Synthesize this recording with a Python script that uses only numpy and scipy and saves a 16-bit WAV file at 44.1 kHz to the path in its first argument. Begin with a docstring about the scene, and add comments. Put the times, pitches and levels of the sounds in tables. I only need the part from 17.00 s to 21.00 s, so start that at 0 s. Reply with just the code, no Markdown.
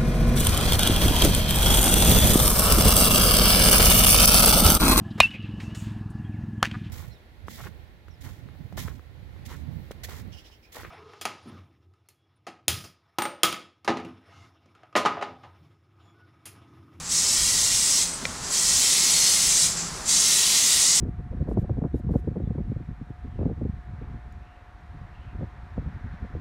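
"""A brake valve lets out three long bursts of air as an electric train creeps along a platform at night.
The rushing air hisses through an exhaust pipe and now and then sings on one note. Before and after a
burst the nearly shut valve leaks with a thin whistle, and a tail of hiss hangs in the station.
Wheels rumble, the drive drones, a low buffeting comes and goes, and the running gear knocks once."""
import sys
import numpy as np
from scipy import signal
from scipy.fft import rfft, irfft
from scipy.io import wavfile

SR = 44100
rng = np.random.default_rng(int(sys.argv[2]) if len(sys.argv) > 2 else 0)


def transcribe(signal):
    """Save signal, clipped to [-1, 1], as a 16-bit WAV file at the path in sys.argv[1]."""
    frames = np.atleast_2d(signal).T
    limited = np.clip(frames, -1, 1)
    pcm = np.round(limited * 32767).astype(np.int16)
    wavfile.write(sys.argv[1], SR, pcm)


N = 176400


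def from_db(db):
    """Turn decibels into a gain to multiply by."""
    return 10 ** (np.asarray(db) / 20)


def rms_one(x):
    """Scale a signal to an average power of 1."""
    return x / np.sqrt(np.mean(x ** 2) + 1e-20)


def seconds():
    """The time of every sample."""
    return np.arange(N) / SR


def bins():
    """The frequencies of the spectrum in Hz."""
    return np.maximum(np.arange(N // 2 + 1) * SR / N, 1)


def in_time(rows):
    """A gain that follows rows of seconds and dB."""
    return from_db(np.interp(seconds(), *np.transpose(rows)))


def at_hz(points, hz):
    """Read between a table's rows, with octaves evenly spaced."""
    f, value = np.transpose(points)
    return np.interp(np.log(hz), np.log(f), value)


def ramp(start, length):
    """Rise from 0 to 1."""
    return np.clip((seconds() - start) / max(length, 1 / SR), 0, 1)


def window(start, end, edge_s):
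    """Fade in, hold, fade out."""
    return ramp(start - edge_s / 2, edge_s) * (1 - ramp(end - edge_s / 2, edge_s))


def drift(rate_hz):
    """A random wobble of typical size 1, mostly slower than rate_hz."""
    return rms_one(irfft(rfft(rng.standard_normal(N)) / (1 + (bins() / rate_hz) ** 2), N))


def noise(gain):
    """Noise of power 1, shaped by a gain for each frequency."""
    return rms_one(irfft(rfft(rng.standard_normal(N)) * gain, N))


def colour(points):
    """A gain for each frequency, from rows of Hz and dB."""
    return from_db(at_hz(points, bins()))


def bell(hz, width_hz):
    """The shape of a resonance: a peak of height 1."""
    return 1 / (1 + (2 * (bins() - hz) / width_hz) ** 2)


def reflections(share=0.26, spread_s=.016, count=40):
    """Echoes from the car body, track stones and platform wall put fine ripples in a spectrum."""
    echoes = np.zeros(N)
    strengths = rng.standard_normal(count)
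    delays = ((.002 + rng.random(count) * spread_s) * SR).astype(int)
    echoes[delays] = strengths
    return 1 + share * rfft(echoes) / np.sqrt(np.sum(echoes ** 2))


def wheels():
    """Wheels rumble as they roll on the rails."""
    # The rumble's tone. Each row: frequency in Hz, relative level in dB.
    tone = [(20, -18), (40, 4), (110, -3.5), (220, 3), (320, -1.5), (600, -3.5), (850, -2), (1200, 0),
            (1500, -3.5), (1750, -5.5), (2600, -16), (5000, -11), (12000, -60)]
    # Its loudness. Each row: time in seconds, level in dB.
    levels = [(0, -44.5), (.35, -40), (1.1, -41.5), (1.25, -39), (2.1, -38.5), (3.0, -39), (3.4, -39),
              (4, -40.5)]
    return in_time(levels) * noise(colour(tone) * reflections())


def drive():
    """The electric drive gives a low, wavering drone."""
    # The drone's loudness. Each row: time in seconds, level in dB.
    levels = [(0, -45), (.45, -52), (.9, -49), (1.08, -51), (1.24, -48), (1.55, -52), (2.0, -49),
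              (2.15, -44.5), (2.3, -51), (2.6, -44.5), (2.9, -42), (3.02, -51), (3.5, -51), (4, -50.5)]
    return in_time(levels) * noise(bell(hz=170, width_hz=34))


def buffeting():
    """A deep, lumpy noise comes and goes."""
    # Its tone. Each row: frequency in Hz, relative level in dB.
    tone = [(18, -8), (38, 4.5), (70, 4), (110, 1.5), (200, -11.5), (400, -25), (3000, -80)]
    # Its loudness. Each row: time in seconds, level in dB.
    levels = [(0, -50), (.25, -44), (.5, -39.5), (.78, -39.5), (.86, -52), (1.15, -49), (1.25, -43),
              (1.6, -52), (1.76, -41), (1.95, -70), (2.15, -45), (2.27, -54), (2.45, -46), (2.95, -44),
              (3.2, -55), (3.68, -66), (3.77, -41), (3.88, -61)]
    deep_noise = noise(colour(tone))
    lumps = from_db(2.5 * drift(rate_hz=14))
    return in_time(levels) * rms_one(deep_noise * lumps)


def station(flow, steady_db=-38.5, tail_db=-19, fade_60_db_s=2.7):
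    """Hiss hangs in the station: a steady bed, and a tail that builds and dies with each burst."""
    # The hiss's tone. Each row: frequency in Hz, relative level in dB.
    tone = [(100, -42), (1500, -11.5), (2000, -4.5), (3200, -6), (5000, 0), (6300, 2), (7800, 1.5),
            (10000, -6.5), (12000, -17), (14000, -23), (15600, -27)]
    power_kept = from_db(-60 / (fade_60_db_s * SR)) ** 2
    tail_power = signal.lfilter([1 - power_kept], [1, -power_kept], flow ** 2)
    level = np.sqrt(from_db(steady_db) ** 2 + from_db(tail_db) ** 2 * tail_power)
    return level * noise(colour(tone) * reflections())


def leaks():
    """Air squeezes through the nearly shut valve with a thin hiss and a breathy whistle."""
    # The leaks. Each row: start and end in seconds, hiss in dB, whistle pitch in Hz, whistle in dB.
    escapes = [(0.04, 0.115, -38, 7600, -42), (1.06, 1.168, -47, 8150, -36), (1.428, 1.536, -35, 7600, -42),
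               (2.70, 2.79, -38, 7500, -44), (2.773, 2.83, -31.5, 7520, -33), (2.83, 2.89, -36, 7400, -42),
               (3.054, 3.09, -35, 7350, -34)]
    # The hiss's tone. Each row: frequency in Hz, relative level in dB.
    tone = [(300, -39), (1800, -1.5), (3500, -4), (5000, 6.5), (6100, 8.5), (7600, 9), (9000, -11),
            (11000, -10), (13500, -28), (15500, -33)]
    hiss, out = noise(colour(tone) * reflections()), 0
    for start, end, hiss_db, hz, whistle_db in escapes:
        whistle = from_db(whistle_db) * noise(bell(hz, width_hz=380))
        out += window(start, end, edge_s=.03) * (from_db(hiss_db) * hiss + whistle)
    return out


def valve(creep_db=-11, settle_s=0.12):
    """The valve creeps open, blows and shuts. Gives the air flow and how far the hiss broadens in dB."""
    # The bursts. Each row: opening and shutting times in seconds, level in dB, rise in seconds,
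    # early shortfall in dB, final fade in dB per second, creep length in seconds,
    # start and end of the broader hiss in seconds, broadening in dB.
    bursts = [(0.091, 1.021, -21, 0.032, 3.5, 158, .04, 0.33, 1.03, 1.5),
              (1.5, 2.653, -19, 0.045, 5.5, 160, .11, 1.74, 2.5, 2.7),
              (3.072, 3.983, -18.5, 0.024, 1.3, 140, .025, 3.25, 3.83, 4.0)]
    t, flow, broad_db = seconds(), 0, 0
    crack = from_db(creep_db)
    for opens, shuts, db, rise, short_db, fade, creep, broad_from, broad_until, wide_db in bursts:
        opening = crack * ramp(opens - creep, creep) + (1 - crack) * ramp(opens, rise)
        settling_db = short_db * np.exp(-np.maximum(t - opens, 0) / settle_s)
        closing_db = fade * np.maximum(t - shuts, 0)
        flow += opening * from_db(db - settling_db - closing_db)
        broad_db += wide_db * window(broad_from, broad_until, edge_s=0.11)
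    return flow, broad_db


def shifting_echoes(x, share=0.42, spread_s=.008, count=24):
    """Nearby echoes fade in and out as the train moves, so the tone wanders."""
    delays = ((.001 + rng.random(count) * spread_s) * SR).astype(int)
    echoes = sum(drift(rate_hz=1.9) * np.roll(x, delay) for delay in delays)
    return x + share / np.sqrt(count) * echoes


def jet(flow, broad_db, flicker_db=0.96, sputter_db=0.43):
    """Swirling air rushes through the pipe; each band flickers alone and the whole jet sputters."""
    # The jet's tone. Each row: frequency in Hz, relative level in dB.
    tone = [(200, -42), (900, -34), (1400, -23), (1690, -25.5), (1920, -10), (2400, -14), (3000, -11),
            (4000, -5.5), (5200, -1), (6400, -0.5), (7900, 2), (8700, -3), (9600, -8.5), (11000, -10.5),
            (12200, -21), (14000, -25.5), (15600, -24)]
    # The exhaust pipe's resonances. Each row: frequency in Hz, width in Hz, boost or cut in dB.
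    resonances = [(2086, 31, 1.5), (3060, 50, 1), (3170, 39, -0.5), (3640, 60, -2), (4340, 230, -0.5),
                  (4840, 79, -3), (5270, 72, 2), (5900, 43, 4.5), (6240, 90, 3.5), (6690, 89, 1.5),
                  (7316, 50, -3.5), (7900, 62, -4.5)]
    # Where the hiss broadens. Each row: frequency in Hz, share of broad_db (below 0 it cuts).
    broadening = [(1500, 0.93), (2100, 0.37), (3400, 1.03), (4800, -0.11), (6000, -0.33), (7800, -0.64),
                  (10000, 0.11), (13500, 1.2), (15500, .8)]
    pipe = from_db(sum(db * bell(hz, width) for hz, width, db in resonances))
    air = noise(colour(tone) * pipe * reflections())
    spectrum = rfft(rms_one(shifting_echoes(air)))
    centres_hz = np.geomspace(1200, 15000, 16)
    out = 0
    for hz, only_this_band in zip(centres_hz, np.eye(len(centres_hz))):
        band = irfft(spectrum * np.interp(bins(), centres_hz, only_this_band), N)
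        out += band * from_db(broad_db * at_hz(broadening, hz) + flicker_db * drift(rate_hz=11))
    return out * flow * from_db(sputter_db * drift(rate_hz=110))


def singing():
    """The jet briefly sings on a resonance, making a breathy note."""
    # The notes. Each row: start and end in seconds, pitch in Hz, level in dB.
    notes = [(.14, .4, 5280, -35), (.5, 1.0, 7660, -35), (2.14, 2.362, 4400, -31), (2.2, 2.56, 6200, -32.5),
             (3.086, 3.623, 4000, -35), (3.18, 3.55, 3210, -45)]
    return sum(window(start, end, edge_s=0.068) * from_db(db) * noise(bell(hz, width_hz=130))
               for start, end, hz, db in notes)


def bump():
    """A dull bump comes just before the knock."""
    # The bump: its middle and length in seconds, pitch and width in Hz, level in dB.
    thud = (1.235, .035, 202, 60, -37)
    middle, length, hz, width_hz, db = thud
    swell = window(middle - length / 2, middle + length / 2, edge_s=length / 2)
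    return from_db(db) * swell * noise(bell(hz, width_hz))


def knock():
    """Something hard on the running gear strikes, chatters and rings briefly."""
    # The quick contacts of one knock. Each row: start in seconds, strength in dB.
    contacts = [(1.2527, -17), (1.2535, 2.5), (1.2556, -6.5)]
    # The ringing tones. Each row: pitch in Hz, relative level in dB, seconds to fade by 60 dB.
    tones = [(511, -30.5, 0.028), (1280, -40, .01), (1940, -42, 0.011), (2110, -17.5, 0.013),
             (2350, -24.5, 0.02), (3100, -28, 0.0086), (3740, -37, .012), (4140, -23.5, 0.011),
             (5400, -25, .012), (6944, -30, .008)]
    t = np.arange(SR // 5) / SR
    ring, out = 0, np.zeros(N)
    for k, (hz, db, fade_s) in enumerate(tones):
        direction = (-1) ** (k // 3)   # flips after every three tones
        ring += direction * from_db(db - 60 * t / fade_s) * np.sin(2 * np.pi * hz * t)
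    for start, db in contacts:
        first = int(start * SR)
        out[first:first + len(t)] += from_db(db) * ring
    return out


def scene():
    """Add the air and the train's other sounds, the same in both channels."""
    flow, broad_db = valve()
    air = jet(flow, broad_db) + singing() + leaks() + station(flow)
    mono = air + wheels() + drive() + buffeting() + bump() + knock()
    return np.stack([mono, mono])


def record(dry):
    """Cut off the highest treble steeply."""
    cutoff_hz = 15750
    return signal.sosfilt(signal.ellip(12, .1, 80, cutoff_hz, fs=SR, output="sos"), dry)


dry = scene()
out = record(dry)
transcribe(out)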